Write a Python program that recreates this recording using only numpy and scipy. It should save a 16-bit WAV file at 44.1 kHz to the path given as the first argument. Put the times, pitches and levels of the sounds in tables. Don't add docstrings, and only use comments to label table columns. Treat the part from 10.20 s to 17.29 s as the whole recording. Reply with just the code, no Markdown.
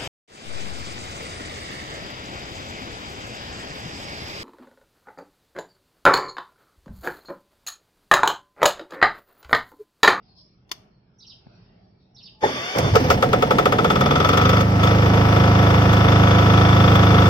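import sys
import numpy as np
from scipy import signal
from scipy.fft import rfft, irfft, next_fast_len
from scipy.io import wavfile
from scipy.ndimage import uniform_filter1d

SR = 44100
rng = np.random.default_rng(int(sys.argv[2]) if len(sys.argv) > 2 else 0)


def store_wav(level_fs):
    pcm = np.round(np.clip(np.atleast_2d(level_fs), -1, 1) * 32767)
    wavfile.write(sys.argv[1], SR, pcm.T.astype(np.int16))


def invert_db(x):
    u = np.asarray(x, float) / 20
    return 10 ** u


N = 312669
TIME = np.arange(N) / SR

# time in seconds, firings per second.
SPEED = [(2.59, 5.836), (2.8, 6.441), (3.0, 8.51), (3.3, 12.341), (4.0, 22.142), (4.3, 26.019),
         (4.5, 27.074), (4.6, 25.644), (4.7, 26.735), (4.9, 26.424), (7.09, 26.358)]
# time in seconds, force of combustion in dB.
FUEL = [(2.76, -1.5), (3.5, 1.5), (4.1, 1.5), (4.41, 0.5), (4.45, -6), (4.59, -3.5), (4.64, 2),
        (4.75, -1.5), (5.2, -0.5), (6.5, 2), (7.09, 2)]
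# share of the cycle, level in dB.
VALVES = [(0.296, -6), (0.562, -3.5), (.86, -7)]
# level in dB, dB per dB of fuel, gain at full speed in dB,
# gain once governed in dB, gain with the starter gear still in mesh in dB.
LAYERS = [
    (-24, 0.26, 6.5, 1.9, -0.5),
    (-21, 0.23, -1.67, -1, 2),
    (-23, 1.1, -0.6, 1.6, 3.1),
    (-40.5, 2.4, 6, -3.4, 0.5),
    (-32.5, 0.63, 3.5, -4, 9.5),
]


def engine():
    (speed,), (fuel_db,) = curves(SPEED), curves(FUEL)
    cycle = np.cumsum(speed * (TIME >= SPEED[0][0])) / SR
    governed = np.clip((speed - 15) / 11, 0, 1)
    locked = np.clip((TIME - 4.2) / 0.73, 0, 1)
    meshed = np.clip((2.97 - TIME) / 0.0167, 0, 1)
    exhaust_db, boom_db, knock_db, ping_db, clatter_db = [
        db + share * fuel_db + fast_db * governed + held_db * locked + mesh_db * meshed
        for db, share, fast_db, held_db, mesh_db in LAYERS]

    fuel = np.clip((fuel_db + 9) / 9, .1, 1)
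    firing = fuel * strokes(cycle, 0, scatter_db=1.2)
    valves = sum(invert_db(db) * strokes(cycle, angle, scatter_db=1.) for angle, db in VALVES)

    sound = exhaust(cycle, governed, exhaust_db)
    sound += cabinet_boom(cycle, firing, valves, locked, boom_db)
    sound += block_knock(cycle, firing, valves, governed, locked, knock_db)
    sound += panel_rasp(firing, valves, locked, fuel_db)
    sound += metal_ping(firing, ping_db)
    sound += clatter(firing, valves, governed, locked, clatter_db)
    return sound * np.clip((TIME - 2.735) / 0.0041, 0, 1)


# frequency in Hz, width in Hz, level in dB.
MUFFLER = [(79.6, 101, -7.5), (127, 17.6, 3), (189.8, 24.5, -3), (263, 38, -3), (347, 70, -9.5)]
# multiple of the firing rate, level in dB.
DRONE = [(1, -36.5), (2, -17), (3, -3.5), (4, 1.5), (5, -5), (6, -12), (7, -4.5), (8, -15), (9, -9.5),
         (10, -27.5), (11, -10), (12, -43.5)]
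# multiple of the firing rate, level in dB.
RUNUP = [(5, -20), (7, -2.5), (10, -3), (11, -3), (12, -8)]
# start in seconds, attack in seconds, hold in seconds,
# time to fall 60 dB in seconds, level in dB.
SWEEP = [(3.5, 0.13, 0.4, 2.4, -25)]


def exhaust(cycle, governed, level_db):
    warming_db = 0.7 * np.clip(TIME - 5, 0, None)
    breaths = strokes(cycle, .28, 1.5) + .8 * strokes(cycle, .6, 1.5)
    puffs = burst(breaths, modes(MUFFLER), t60=0.14, fresh=0.13, steady=1.0, blow=0.42)
    steady_drone = drone(cycle, DRONE, spread=.45)
    breathing = governed * steady_drone + (1 - 0.6 * governed) * puffs
    return invert_db(level_db + warming_db) * breathing + swells(SWEEP) * drone(cycle, RUNUP, spread=.45)


# frequency in Hz, width in Hz, level in dB.
BOOM = [(449.3, 60, 0), (508, 79, -1), (649, 65, -8), (719.6, 31, -2.5), (853, 137, -9.5)]
# multiple of the firing rate, level in dB.
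PANELS = [(14, -14), (16, -11), (17, -19), (19, -32), (20, -23), (21, -22.5), (25, -19), (26, -16),
          (27, -13.5), (30, -16), (33, -18)]


def cabinet_boom(cycle, firing, valves, locked, level_db):
    blows = firing + .4 * valves
    boom = burst(blows, modes(BOOM), t60=.11, fresh=.9, steady=.55 + 1.1 * locked, blow=.6)
    panels = drone(cycle, PANELS, spread=0)
    return invert_db(level_db) * (0.64 * locked * panels + (1 - 0.29 * locked) * boom)


# frequency in Hz, width in Hz, level in dB.
KNOCK = [(966, 150, -4.5), (1289, 188, 0), (1418, 218, -1), (1876, 550, -7), (2142, 370, -4.5),
         (2870, 1640, -13.5)]
# multiple of the firing rate, level in dB.
BLOCK = [(36, -3.5), (38, -2), (39, -24), (42, -2), (44, -35), (45, -3), (46, -24.5), (48, -14), (51, -50),
         (52, -31), (54, -15.5), (56, -3), (59, -42)]


def block_knock(cycle, firing, valves, governed, locked, level_db):
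    blows = firing + .85 * governed * valves
    knock = burst(blows, twice(modes(KNOCK)), t60=.095, fresh=.55,
                  steady=.25 + .1 * locked, blow=.95 - .4 * locked)
    fading = invert_db(-9 * (cycle % 1))
    ringing = .7 * locked * fading * drone(cycle, BLOCK, spread=0)
    return invert_db(level_db - .7) * (ringing + (1 - .35 * locked) * knock)


# frequency in Hz, width in Hz, level in dB.
RASP = [(1746, 400, 1), (2180, 300, 3.5), (2800, 980, -2)]


def panel_rasp(firing, valves, locked, fuel_db):
    buzz = burst(firing + valves, twice(modes(RASP)), t60=.12, fresh=.8, steady=.9, blow=.4)
    return invert_db(-33 + .6 * fuel_db) * (.55 + .45 * locked) * buzz


# frequency in Hz, width in Hz, level in dB.
PING = [(3220, 160, -6), (3450, 150, 0), (3610, 130, -3)]


def metal_ping(firing, level_db):
    return invert_db(level_db) * burst(firing, twice(modes(PING)), t60=.05, fresh=.5, steady=.4, blow=.8)


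# frequency in Hz, level in dB per Hz.
CLATTER = [(2290, 1.5), (3500, -5.5), (4050, -11.5), (4500, -5.5), (5150, -2.5), (6800, -11.5),
           (9530, -33.5), (12700, -14.5), (13600, -24), (15300, -11), (16200, -40), (16500, -52)]


def clatter(firing, valves, governed, locked, level_db):
    blows = (0.95 + 0.54 * governed - 0.51 * locked) * firing + 0.24 * valves
    return invert_db(level_db) * burst(blows, shape(CLATTER), t60=0.13, fresh=1.7,
                                 steady=1.06 + 1.9 * locked, blow=0.088)


# time in seconds, frequency in Hz, level in dB.
WHINE = [(2.27, 520, -55), (2.36, 590, -38), (2.44, 690, -34), (2.5, 745, -36), (2.57, 790, -39),
         (2.66, 800, -55)]


def motor_whine():
    hz, level_db = curves(WHINE)
    turn = 2 * np.pi * np.cumsum(hz * (1 + 0.0055 * wobble(65))) / SR
    overtones = enumerate([1.15, 0.5, 0.85, 0.76, 0.14], start=1)
    return invert_db(level_db + 2.5 * wobble(39.6)) * sum(size * np.sin(k * turn) for k, size in overtones)


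# start in seconds, attack in seconds, hold in seconds,
# time to fall 60 dB in seconds, level in dB.
THROBS = [
    (2.23, 0.031, .005, 0.73, -24.5),
    (2.545, 0.025, 0.41, 0.43, -21),
]
MESHES = [
    (2.215, 0.016, .005, 0.21, -17),
    (2.535, 0.03, 0.032, 0.22, -19),
    (2.635, 0.0148, 0.0054, 0.27, -22),
    (2.74, .016, .002, .1, -3.5),
]
# frequency in Hz, level in dB per Hz.
GEAR = [(180, -1.5), (300, -6), (525, 4), (683, -2), (945, -5.5), (1120, -6.5), (1650, -13.5), (2210, -17),
        (2600, -30), (3380, -45.5), (5720, -120)]
# frequency in Hz, level in dB per Hz.
BRUSH = [(1290, -6.5), (2200, -3.5), (2580, -8.5), (3270, -5.5), (3560, -4), (4040, -34), (4390, -8),
         (5510, -11), (6920, -15.5), (7470, -29), (13800, -29), (14500, -44), (16500, -93)]
# time in seconds, peak in dB.
SOLENOID = [
    (2.215, -36),
    (2.228, -26),
    (2.236, -4),
    (2.289, -19),
]
# frequency in Hz, level in dB per Hz.
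PLUNGER = [(130, -17), (220, -7), (433, 12), (669, -7), (864, 14), (1380, -37.5), (1810, 4), (2070, -24),
           (2230, -21), (2400, -40), (3770, -28), (5580, -26), (8000, -45), (10400, -80), (17600, -120)]
# time in seconds, peak in dB.
KICK = [
    (2.558, -23),
    (2.584, -10.5),
]
# frequency in Hz, level in dB per Hz.
SLAP = [(180, -36), (300, -12), (577, -8), (1830, -19), (2170, -8), (3410, -20), (4100, -22), (5280, -13),
        (7890, -29.5), (15200, -29), (16500, -39)]
# frequency in Hz, width in Hz, level in dB.
MOUNTS = [(62, 11, -7.5), (99.6, 26, 1), (146.2, 54, -4.5)]
# start in seconds, attack in seconds, hold in seconds,
# time to fall 60 dB in seconds, level in dB.
ROCKING = [
    (2.55, 0.072, 0.16, 1.27, -20.5),
    (2.8, 0.091, 0.29, 1.5, -31.5),
]


def starter():
    engaged = np.clip((TIME - 2.205) / 0.047, 0, 1) * np.clip((2.78 - TIME) / 0.076, 0, 1)
    brush_db = -30.5 - 8 * np.clip((TIME - 4) / 0.043, 0, 1)
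    housing = .5 * rush(modes([(3526, 7.8, -5.5), (1155, 22, -9)]))
    pumped_air = swells(THROBS) * rush(modes(MUFFLER))
    gears = (invert_db(-36.5) + swells(MESHES)) * rush(shape(GEAR))
    brushes = invert_db(brush_db) * (rush(shape(BRUSH)) + housing)
    running = engaged * (pumped_air + gears + brushes + motor_whine())
    sound = filtered(running, lambda f: (f / (30 + f)) ** 3)
    sound += swells(ROCKING) * rush(modes(MOUNTS))
    return sound + hits(SOLENOID, PLUNGER, t60=0.1) + hits(KICK, SLAP, t60=0.056)


# time in seconds, peak in dB.
KEY = [
    (.493, -44),
    (.5148, -13),
]
# frequency in Hz, level in dB per Hz.
BARREL = [(120, -24), (200, -8), (342, -1.5), (756, -11), (1020, 6), (1610, -8.5), (2160, 4.5), (2370, -2),
          (3560, 4), (3980, -13), (4290, 4), (5550, 3.5), (7880, -13), (14500, -13), (16500, -31)]


def key():
    click = hits(KEY, BARREL, t60=0.041)
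    return click + invert_db(-18) * rattle(click, t60=0.3)


# seconds after its start, length in seconds, from Hz, to Hz, level in dB.
CHIRP = [(0, 0.032, 5930, 5000, -2), (.018, 0.0227, 3570, 4700, -0.5), (0.034, 0.023, 4900, 4440, 1.5),
         (0.036, .028, 3870, 3670, -1), (.056, 0.028, 3170, 2800, -4.5), (0.08, .022, 5390, 5350, 3),
         (0.093, .016, 3900, 5200, 4), (.106, 0.027, 5330, 4480, 6.5), (0.111, 0.032, 3900, 3600, 1),
         (0.127, 0.03, 3160, 2930, 0)]
# start in seconds, pitch factor, level in dB.
CALLS_AT = [
    (0.983, 1.02, -49.5),
    (1.944, .98, -49),
]


def sparrow():
    song = np.zeros(N)
    for start, pitch, call_db in CALLS_AT:
        for s, length, from_hz, to_hz, db in CHIRP:
            u = np.linspace(0, 1, int(length * SR))
            turn = 2 * np.pi * np.cumsum(pitch * (from_hz + (to_hz - from_hz) * u)) / SR
            burr = 1.07 * np.sin(2 * np.pi * 230 * u * length)
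            note = np.sin(np.pi * u) * np.sin(turn + burr)
            song[int((start + s) * SR):][:len(u)] += invert_db(call_db + db) * note
    return song * invert_db([[-3.], [1.5]]) + invert_db(-1.0) * rattle(song, t60=0.37)


# time in seconds, swell in dB.
PASSES = [(0, 2), (.6, 4.5), (1.35, 5.5), (1.6, 3), (2.12, 3)]
# frequency in Hz, level in dB per Hz.
HUM = [(12, -59), (30, -8), (97, -6), (113, 1), (157, -9.5), (178, 0.5), (247, -12.5), (289, -14),
       (450, -18.5), (580, -28), (990, -120)]
# frequency in Hz, level in dB per Hz.
BUSTLE = [(240, -40), (400, 1.5), (490, -14), (621, 1), (1090, -9.5), (2040, -16.5), (2800, -17.5),
          (3640, -24), (6160, -120)]
# frequency in Hz, level in dB per Hz.
FLOCK = [(1470, -84), (2500, -52), (3090, -16), (3530, -4.5), (5310, 3.5), (5640, -1), (5990, -48),
         (7000, -50), (9100, -83.5), (15400, -120)]
# start in seconds, attack in seconds, hold in seconds,
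# time to fall 60 dB in seconds, level in dB.
TWITTERS = [
    (.02, 0.01, .1, 0.55, -65.5),
    (.14, 0.047, .005, 0.34, -51.5),
    (1.05, .25, 0.013, 2.1, -70.5),
    (1.77, 0.052, .005, .4, -71),
]
# time in seconds, peak in dB.
TAP = [
    (1.268, -35),
]
# frequency in Hz, level in dB per Hz.
CASE = [(40, -20), (120, 9.5), (400, -7), (1200, -20), (2500, -28), (4000, -70)]


def yard():
    traffic_db = sum(db * np.exp(-((TIME - s) / 0.14) ** 2) for s, db in PASSES)
    near, far = rush(shape(HUM))
    hum_paths = np.array([near + .2 * far, 1.18 * near - 0.099 * far])
    hum = invert_db(-60 + traffic_db + 0.67 * wobble(11.0)) * hum_paths
    bustle = invert_db(-69.5 + 2.0 * traffic_db) * patchy(rush(shape(BUSTLE)), depth_db=3.5)
    flock = (invert_db(-79) + swells(TWITTERS)) * patchy(rush(shape(FLOCK)), depth_db=5.5)
    return hum + bustle + flock + hits(TAP, CASE, t60=.02)


def unit(x):
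    return x / np.sqrt(np.mean(x ** 2) + 1e-20)


def along(points, hz):
    f, v = np.transpose(points)
    return np.interp(np.log(hz + 1), np.log(f + 1), v)


def curves(rows):
    s, *cols = np.transpose(rows)
    return [np.interp(TIME, s, c) for c in cols]


def wobble(rate):
    knots = rng.standard_normal(int(N * rate / SR) + 2)
    return np.interp(TIME * rate, np.arange(len(knots)), knots)


def filtered(x, response):
    m = next_fast_len(N + SR // 8, True)
    return irfft(rfft(x, m) * response(np.fft.rfftfreq(m, 1 / SR)), m)[..., :N]


def modes(peaks):
    return lambda f: sum((-1) ** k * invert_db(db) * 1j * f * w / (c * c - f * f + 1j * f * w)
                         for k, (c, w, db) in enumerate(peaks))


def twice(response):
    return lambda f: response(f) ** 2


def shape(spectrum):
    return lambda hz: invert_db(along(spectrum, hz))


def rush(response):
    m = next_fast_len(N)
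    white = rng.standard_normal((2, m // 2 + 1, 2)) @ [1, 1j]
    return unit(irfft(white * response(np.fft.rfftfreq(m, 1 / SR)), m)[:, :N])


def strokes(cycle, angle, scatter_db):
    at = np.flatnonzero(np.diff(np.floor(cycle - angle)) > 0)
    out = np.zeros(N)
    out[at] = invert_db(scatter_db * rng.standard_normal(len(at))) * np.sqrt(np.gradient(at))
    return out


def burst(pulses, response, t60, fresh, steady, blow):
    keep = invert_db(-120 / SR / t60)
    power = signal.lfilter([1 - keep], [1, -keep], pulses ** 2)
    noise = rng.standard_normal((2, N)) * np.sqrt(fresh ** 2 * power + steady ** 2)
    direct = blow * np.array([pulses, np.roll(pulses, shift=41)])
    return unit(filtered(direct + rattle(pulses, t60) + noise, response))


def rattle(pulses, t60):
    t = np.arange(int(SR * t60)) / SR / t60
    tail = rng.standard_normal((2, len(t))) * invert_db(-60 * t) * (1 - np.exp(-t / .008))
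    return signal.oaconvolve(np.atleast_2d(pulses), tail / np.linalg.norm(tail[0]), axes=1)[:, :N]


def hits(events, spectrum, t60):
    s, db = np.transpose(events)
    pulses = np.bincount((s * SR).astype(int), invert_db(db), N)
    sound = filtered(rattle(pulses, t60), shape(spectrum))
    return sound * pulses.max() / np.abs(sound).max()


def drone(cycle, orders, spread):
    k, db = np.transpose(orders)
    angle = np.linspace(0, 1, num=4097)
    delay = spread * k ** 2 + rng.uniform(0, 2 * np.pi, len(k)) * (k > 8)
    wave = invert_db(db) @ np.exp(1j * (2 * np.pi * np.outer(k, angle) + delay[:, None]))
    return unit(np.array([np.interp(cycle % 1, angle, path) for path in (wave.real, wave.imag)]))


def swells(rows):
    total = 0
    for s, attack, hold, t60, db in rows:
        rise = np.clip((TIME - s) / attack, 0, 1) ** 2
        fall_db = 60 * np.clip(TIME - s - attack - hold, 0, None) / t60
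        total = total + invert_db(db - fall_db) * rise
    return total


def patchy(x, depth_db):
    z = signal.stft(x, nperseg=512)[2]
    field = uniform_filter1d(rng.standard_normal(z.shape[1:]), size=3, axis=0)
    field = uniform_filter1d(field, size=24, axis=1)
    return unit(signal.istft(z * invert_db(depth_db * unit(field)), nperseg=512)[1][:, :N])


# frequency in Hz, likeness from 0 to 1.
ALIKE = [(60, .995), (150, .98), (350, .92), (700, .68), (2000, .55), (4000, .28), (12000, .3)]
# frequency in Hz, lead in radians.
LEAD = [(30, 0), (200, .15), (520, .8), (1210, 2.2), (1550, 1.9), (2240, 2.8), (3530, 4.8), (5430, 7),
        (16000, 20)]
# frequency in Hz, difference in dB.
TILT = [(60, -.8), (200, -1.5), (400, -2.2), (750, -2.2), (1300, 2.6), (2400, 2.8), (5000, -5),
        (8500, -1.2), (14000, -2.8)]


def ports(paths):
    turn = lambda hz: np.arccos(np.clip(along(ALIKE, hz), 0, 1)) / 2
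    main, other = filtered(paths, lambda hz: np.array([np.cos(turn(hz)), np.sin(turn(hz))]))
    half = lambda hz: invert_db(along(TILT, hz) / 2) * np.exp(.5j * along(LEAD, hz))
    left_right = np.array([main + other, main - other])
    return filtered(left_right, lambda hz: np.array([half(hz), 1 / half(hz)]))


def scene():
    return ports(engine() + starter()) + key() + sparrow() + yard()


def band_limit(x):
    return signal.sosfilt(signal.butter(12, 16740, fs=SR, output="sos"), x)


def record(dry):
    sound = filtered(dry, lambda hz: (1j * hz / (28 + 1j * hz)) * (hz < 15950))
    sound = sound / (1 + np.abs(sound / .9) ** 4) ** (1 / 4)
    hz, _, z = signal.stft(sound, SR, nperseg=2048)
    high = hz > 6300
    chance = rng.uniform(size=(len(hz) // 8 + 1, z.shape[2]))
    bands = np.repeat(chance, repeats=8, axis=0)[:len(hz)]
    weak = np.abs(z) < 1.1 * uniform_filter1d(np.abs(z), size=32, axis=1)
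    treble = np.abs(z[:, high]).mean(axis=(0, 1))
    calm = treble < 1.18 * uniform_filter1d(treble, size=5)
    holes = ((bands < .45) | weak) & high[:, None] & calm
    sound = signal.istft(z * ~holes, SR, nperseg=2048)[1][:, :N]
    return band_limit(sound)


dry = scene()
out = record(dry)
store_wav(out)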